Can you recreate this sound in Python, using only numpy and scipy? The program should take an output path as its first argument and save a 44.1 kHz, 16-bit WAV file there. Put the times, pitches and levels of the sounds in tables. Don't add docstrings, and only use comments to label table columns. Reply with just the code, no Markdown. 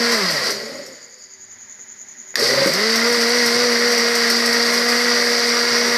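import sys
import numpy as np
from scipy import signal
from scipy.fft import rfft, irfft, next_fast_len
from scipy.io import wavfile
from scipy.ndimage import map_coordinates

SR = 44100
rng = np.random.default_rng(int(sys.argv[2]) if len(sys.argv) > 2 else 0)


def generate_wav(signal):
    frames = np.transpose(np.atleast_2d(signal))
    scaled = np.clip(frames, -1, 1) * 32767
    pcm = np.round(scaled).astype(np.int16)
    wavfile.write(sys.argv[1], SR, pcm)


N = 263277


# (time [s], speed [turns/s])
FREE_SPEED = [(0, 236), (3.1, 236.5), (3.65, 239.5), (4.3, 234.3), (4.6, 236), (5.05, 240.5), (5.35, 238),
              (5.97, 238.3)]
# (time [s], once-a-turn [dB], twice-a-turn [dB])
SHAFT_HUM = [(0, -26.5, -22.5), (2.6, -26.5, -19), (2.74, -29, -25), (2.88, -25.5, -17), (3.0, -24, -28),
             (3.08, -28.5, -20.5), (3.3, -28, -22), (4.2, -28, -21.5), (4.35, -27.5, -27),
             (4.7, -28.5, -24.5), (5.97, -30, -25.5)]
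# (multiple of shaft speed, level [dB])
SHAFT_ORDERS = [(3, -39.5), (4, -43.5), (5, -42.5), (6, -38), (7, -38.5), (8, -45.5), (9, -39), (10, -48)]
# (frequency [Hz], width [Hz], gain [dB])
JAR_RESONANCES = [(437, 35, -4.5), (569, 79, -0.5)]
# (frequency [Hz], level [dB])
RATTLE_COLOUR = [(400, -45.5), (650, -3.5), (820, -13), (1000, -6.5), (1200, -4.5), (1550, -4),
                 (1750, -3.5), (1930, 4), (2130, -0.5), (2300, -7), (2700, -11.5), (3300, -14.5),
                 (4200, -17.5), (6000, -73)]
# (frequency [Hz], level [dB])
CAVITATION_COLOUR = [(2400, -49.5), (3200, -20.5), (3650, -15.5), (4200, -7), (4700, 0), (5100, -3.5),
                     (5500, -8), (5800, -8.5), (6300, -16.5), (6900, -22.5), (7600, -35), (9500, -52)]
# (frequency [Hz], level [dB])
SPRAY_COLOUR = [(4120, -48), (7000, 0), (8560, 3.5), (9300, -4.5), (9720, -5.5), (10700, 1.5), (11800, -5),
                (13200, -2), (13700, -9), (14200, -11)]
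# (time [s], extra cavitation and spray [dB], half length [s])
SURGES = [(.135, 3, 0.012), (0.47, 3.5, 0.017), (2.45, 4, 0.057)]
# (frequency [Hz], level [dB])
LIQUID_COLOUR = [(25, -35), (60, -21), (100, -22.5), (135, -5.5), (170, -11), (228, 3), (290, -6.5),
                 (420, 3.5), (560, 5.5), (690, -10.5), (800, -10), (1200, -34)]
# (time [s], strength [dB])
GULP = [(2.659, -10.5), (2.666, -29)]
# (frequency [Hz], level [dB])
GULP_COLOUR = [(50, -43), (120, -21), (220, -4.5), (300, 0), (420, -4), (600, -22), (1000, -40)]
# (frequency [Hz], level [dB])
SEETHE_COLOUR = [(3800, -45), (4500, -12), (4740, 0), (4950, -6), (5300, -13), (6000, -44)]
# (time [s], strength [dB])
SEEDS = [(.1196, -16), (.3072, -19), (.5043, -16.5), (.862, -31), (1.185, -45), (2.3955, -16.5),
         (2.6693, -18), (2.7352, -15), (2.9567, -14), (3.1248, -16.5), (3.2061, -16.5), (3.46, -12),
         (3.9175, -16), (3.9774, -15.5), (4.1515, -12.5), (4.3001, -12.5), (4.4583, -13), (4.5311, -17),
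         (4.7356, -14.5), (4.8863, -16)]
# (frequency [Hz], level [dB])
SEED_COLOUR = [(1500, -22), (3500, -8), (5500, 13.5), (7000, -4), (8400, 0), (9600, -6), (11000, -4),
               (14000, -5)]
# (time [s], strength [dB])
KNOCKS = [(1.79, -35.5), (2.3415, -27)]
# (frequency [Hz], level [dB])
KNOCK_COLOUR = [(60, -35), (150, -18), (300, -12), (430, 6), (750, -20), (2000, -4), (3000, -29),
                (9000, -52)]
# (time [s], strength [dB])
SWITCH = [(2.3562, -5.5)]
# (frequency [Hz], level [dB])
SWITCH_COLOUR = [(100, -47), (300, -22), (1200, -14), (1650, -3), (1970, 7), (2300, -4), (2800, -17),
                 (4700, 1), (6000, -4), (8000, -18), (14000, -19)]
# (time [s], gain [dB])
CHIRP_LEVEL = [(.55, -42.5), (1.2, -40.5), (1.6, -37.5), (2.3, -36)]
# (frequency [Hz], level [dB])
INSECT_COLOUR = [(4500, -27), (5700, -24), (6100, -3), (6450, 0), (6700, 8), (6900, 8.5), (7050, 6.5),
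                 (7200, -17), (7450, -22), (8500, -55), (13000, -28), (15000, -40)]
# (time [s], gain [dB])
HUSH_LEVEL = [(0, -39), (1.2, -54), (1.6, -50), (2.35, -49), (5.97, -41)]
# (frequency [Hz], level [dB])
HUSH_COLOUR = [(35, -63), (60, -14), (178, -12), (233, 0), (299, -12.5), (384, -8), (552, -15), (619, -2),
               (655, -15), (840, -9), (1230, -12), (1990, 0.5), (2700, -17), (5070, -11), (5800, -12),
               (7540, -41), (12800, -120)]
# (frequency [Hz], level [dB])
ROOM_HUM = [(102.3, -73.5), (236.9, -75), (382.2, -67)]

OFF_S, COLLAPSE_S, ON_S, VORTEX_S = 0.13, 0.5, 2.356, 2.692
COAST_S, START_S, RACE_S = 0.475, 0.047, 0.095
LABOUR_HZ = 136.56
STIR_S = 0.033
HUNT_HZ, HUNT_PERIOD_S, HUNT_CREST_S, HUNT_LIFE_S = 3.87, 0.26, 3.37, 0.51
COAST_SHAKE = 0.54
HUM_FADE_S, HUM_FADE_DB_PER_S = 0.33, 110
ONCE_POWER, TWICE_POWER, CHURN_POWER = 1.8, 4.3, 0.56
BLADE_DB, BLADE_COAST_DB, BLADE_FREE_DB = -18.5, -30, -35
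WALL_HZ, WALL_WIDTH_HZ, WALL_LIFT_DB = 1914, 135, 9.5
WHINE_DB, WHINE_SWELL_S = -33, 0.65
RATTLE_DB, CAVITATION_DB, SPRAY_DB = -22, -20.5, -35
LOAD_DB = 2.5
COLLAPSE_DB, COLLAPSE_FALL_S, SETTLE_DB_PER_S = 5.5, 0.051, 28.5
SLOSH_DB, SLOSH_LOAD_DB, SLOSH_COAST_DB = -33.5, 10.5, 0.5
SLOSH_REST_S, SLOSH_DB_PER_S = 0.74, 62
SEETHE_S, SEETHE_DB, SEETHE_RISE_DB_PER_S, SEETHE_FALL_DB_PER_S = 1.23, -47.5, 28, 48
CHIRP_FIRST_S, CHIRP_PERIOD_S = 0.552, 0.0969
TOP_HZ = 14050


def shaft():
    t = clock()
    free, = curves(FREE_SPEED)
    swing = t - HUNT_CREST_S
    hunt_life = np.exp(-0.5 * (swing / HUNT_LIFE_S) ** 2)
    free = free + HUNT_HZ * np.cos(2 * np.pi * swing / HUNT_PERIOD_S) * hunt_life
    coasting = free * np.exp(-since(OFF_S) / COAST_S)
    starting = LABOUR_HZ * (1 - np.exp(-since(ON_S) / START_S))
    racing = (free - LABOUR_HZ) * (1 - np.exp(-since(VORTEX_S) / RACE_S))
    return np.where(t < ON_S, coasting, starting + racing)


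def motor(speed, angle, load, coasting, settle_db):
    once_db, twice_db = curves(SHAFT_HUM)
    pace = speed / speed.max()
    angle = angle + coasting * COAST_SHAKE * wobble(44.8) * (1 - pace)

    once = amp(once_db + 1.33 * wobble(14) + 4.3 * coasting * wobble(28.8)) * pace ** ONCE_POWER
    twice = amp(twice_db + 1.2 * wobble(13) + 4.3 * coasting * wobble(31)) * pace ** TWICE_POWER
    hum = once * tone(angle) + twice * tone(2 * angle)
    hum *= amp(-HUM_FADE_DB_PER_S * coasting * since(HUM_FADE_S))

    mains = 2 * np.pi * 100 * clock()
    ripple = once * (amp(-17.5) * tone(angle + mains) + amp(-14) * tone(angle + 2 * mains))
    ripple += twice * amp(-16) * tone(2 * angle + mains)

    beat = load * amp(BLADE_DB) + coasting * amp(BLADE_COAST_DB)
    beat += (1 - load - coasting) * amp(BLADE_FREE_DB)
    jar = sum(amp(db) * resonance(4 * speed, hz, width) ** 2 for hz, width, db in JAR_RESONANCES)
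    blades = beat * jar * amp(3.5 * wobble(70)) * tone(4 * angle + 0.5 * wobble(61))

    buzz = np.zeros(N)
    for order, db in SHAFT_ORDERS:
        lift_db = WALL_LIFT_DB * resonance(order * speed, WALL_HZ, WALL_WIDTH_HZ)
        buzz += amp(db + lift_db + 2.96 * wobble(12)) * tone(order * angle + 0.55 * wobble(30))
    buzz *= pace ** 1.4

    whine = amp(WHINE_DB + 2.5 * wobble(9)) * tone(24 * angle + 0.25 * wobble(70))
    whine *= ramp(VORTEX_S, WHINE_SWELL_S)

    housing = signal.butter(9, 133, "highpass", fs=SR, output="sos")
    return signal.sosfilt(housing, amp(settle_db) * (hum + ripple + blades + buzz + whine))


def churn(angle, effort_db):
    surge_db = sum(db * np.exp(-0.5 * ((clock() - s) / length) ** 2) for s, db, length in SURGES)
    sweep = 1 + 0.06 * np.sin(angle) + 0.15 * np.sin(2 * angle)
    rattle = unit(coloured(crackle(rate=4500, spread_db=0) * sweep, RATTLE_COLOUR))
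    rattle *= amp(RATTLE_DB + effort_db + 0.52 * wobble(45))

    bursts = crackle(rate=8000, spread_db=0) * amp(0.28 * wobble(140))
    cavitation = unit(coloured(bursts, CAVITATION_COLOUR))
    cavitation *= amp(CAVITATION_DB + effort_db + surge_db + 0.6 * wobble(25))

    droplets = bursts + 1.7 * crackle(rate=11000, spread_db=-2)
    spray = unit(coloured(droplets, SPRAY_COLOUR))
    spray *= amp(SPRAY_DB + effort_db + surge_db + 0.88 * wobble(33))
    return kitchen(rattle + cavitation + spray, wet_db=-5, t60=0.46)


def slosh(load, coasting):
    coast_db = SLOSH_COAST_DB - SLOSH_DB_PER_S * since(SLOSH_REST_S)
    level_db = SLOSH_DB + SLOSH_LOAD_DB * load + coasting * coast_db
    moving = np.where(clock() < ON_S, 1, ramp(ON_S, STIR_S))
    tumble = unit(coloured(crackle(rate=1100, spread_db=1.5), LIQUID_COLOUR)) * amp(level_db) * moving

    late = clock() - SEETHE_S
    seethe_db = SEETHE_DB - np.maximum(-SEETHE_RISE_DB_PER_S * late, SEETHE_FALL_DB_PER_S * late)
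    froth = unit(coloured(crackle(rate=3500, spread_db=5), SEETHE_COLOUR)) * amp(seethe_db)

    gulp = hits(GULP, GULP_COLOUR, t60=0.041)
    return kitchen(tumble + froth + gulp, wet_db=2, t60=0.17)


def contacts():
    seeds = kitchen(hits(SEEDS, SEED_COLOUR, t60=0.048), wet_db=1, t60=0.2)
    knocks = kitchen(hits(KNOCKS, KNOCK_COLOUR, t60=0.03), wet_db=-4, t60=0.2)
    switch = kitchen(hits(SWITCH, SWITCH_COLOUR, t60=0.02), wet_db=-7, t60=0.2)
    return seeds + knocks + switch


def insect(click_hz=175, chirp_s=0.024, between_db=-17, count=19):
    t = clock()
    crests = CHIRP_FIRST_S + CHIRP_PERIOD_S * np.arange(count)
    swell = sum(np.exp(-0.5 * ((t - s) / chirp_s) ** 2) for s in crests)
    level_db, = curves(CHIRP_LEVEL)

    turns = np.floor(np.cumsum(click_hz * (1 + 0.2 * wobble(150))) / SR)
    clicks = unit(np.diff(turns, prepend=0) * amp(2 * rng.standard_normal(N)))
    rasp = amp(-2) * unit(clicks + rng.standard_normal(N)) * (swell + amp(between_db))

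    for offset_s in (-0.008, 0.009):
        places = np.round((crests + offset_s) * SR).astype(int)
        rasp[places] += amp(22.5 + rng.standard_normal(count))
    return kitchen(coloured(rasp * amp(level_db), INSECT_COLOUR), wet_db=-8, t60=0.2)


def hush():
    level_db, = curves(HUSH_LEVEL)
    air = unit(coloured(rng.standard_normal(N), HUSH_COLOUR)) + amp(-16) * rng.standard_normal(N)
    hum = np.zeros(N)
    for hz, db in ROOM_HUM:
        phase = 2 * np.pi * hz * clock() + 0.29 * wobble(6.9)
        hum += amp(db + 4.4 * wobble(5.5)) * np.sqrt(2) * np.sin(phase)
    return amp(level_db) * air + hum


def kitchen(x, wet_db, t60):
    t, hop = np.arange(SR // 4) / SR, SR // 8
    echo = np.zeros(N + SR)
    padded = np.pad(x, (hop, 2 * hop))
    fade = np.sin(np.pi * np.arange(2 * hop) / (2 * hop))
    for start in range(0, N, hop):
        tail = rng.standard_normal(len(t)) * amp(-60 * t / t60) * (t > 0.002)
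        piece = signal.fftconvolve(padded[start:start + 2 * hop] * fade, tail / np.linalg.norm(tail))
        echo[start:start + len(piece)] += piece
    return (x + amp(wet_db) * echo[hop:hop + N]) / np.hypot(1, amp(wet_db))


def hits(table, colour, t60):
    out, t = np.zeros(N + SR), np.arange(SR // 8) / SR
    for s, db in table:
        out[round(s * SR):][:len(t)] += amp(db - 60 * t / t60) * rng.standard_normal(len(t))
    return coloured(out[:N], colour)


def crackle(rate, spread_db):
    struck = rng.random(N) < rate / SR
    size_db = spread_db * np.clip(rng.standard_normal(N), -2, 2)
    return unit(struck * rng.standard_normal(N) * amp(size_db))


def coloured(x, points, size=8192):
    hz, db = np.transpose(points)
    gain = amp(np.interp(np.log(np.fft.rfftfreq(size, 1 / SR) + 1), np.log(hz), db))
    cepstrum = irfft(np.log(gain))
    cepstrum[1:size // 2] *= 2
    cepstrum[size // 2 + 1:] = 0
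    response = irfft(np.exp(rfft(cepstrum)))
    return signal.fftconvolve(x, response / np.linalg.norm(response))[:N]


def resonance(hz, centre_hz, width_hz):
    return 1 / np.hypot(1, 2 * (hz - centre_hz) / width_hz)


def tone(phase):
    return np.sqrt(2) * np.sin(phase + rng.uniform(0, 2 * np.pi))


def wobble(rate, step=32):
    t = clock()
    knots = rng.standard_normal(int(N * rate / SR) + 4)
    return np.interp(t, t[::step], map_coordinates(knots, [t[::step] * rate]))


def amp(db):
    return 10 ** (np.asarray(db) / 20)


def unit(x):
    return x / np.sqrt(np.mean(x ** 2) + 1e-20)


def clock():
    return np.arange(N) / SR


def since(s):
    return np.maximum(clock() - s, 0)


def ramp(s, length):
    return np.minimum(since(s) / length, 1)


def curves(table):
    s, *columns = np.transpose(table)
    return [np.interp(clock(), s, column) for column in columns]


def scene():
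    speed = shaft()
    angle = 2 * np.pi * np.cumsum(speed * (1 + 0.001 * wobble(20))) / SR
    off = clock() < ON_S
    coasting = off * ramp(OFF_S, length=0.11)
    load = ramp(ON_S, STIR_S) * (1 - ramp(VORTEX_S - 0.01, length=0.028))
    settle_db = -COLLAPSE_DB * ramp(COLLAPSE_S, COLLAPSE_FALL_S) - SETTLE_DB_PER_S * since(COLLAPSE_S)
    settle_db = off * settle_db
    effort_db = CHURN_POWER * 20 * np.log10((speed + 1) / speed.max())
    effort_db = effort_db + LOAD_DB * load + settle_db + 0.26 * wobble(14)
    blender = motor(speed, angle, load, coasting, settle_db) + churn(angle, effort_db)
    blender = blender + slosh(load, coasting) + contacts()
    return (blender + insect() + hush())[None]


def record(dry):
    size = next_fast_len(N + SR // 2)
    kept = np.fft.rfftfreq(size, 1 / SR) < TOP_HZ
    return irfft(rfft(dry, size) * kept, size)[:, :N]


dry = scene()
out = record(dry)
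generate_wav(out)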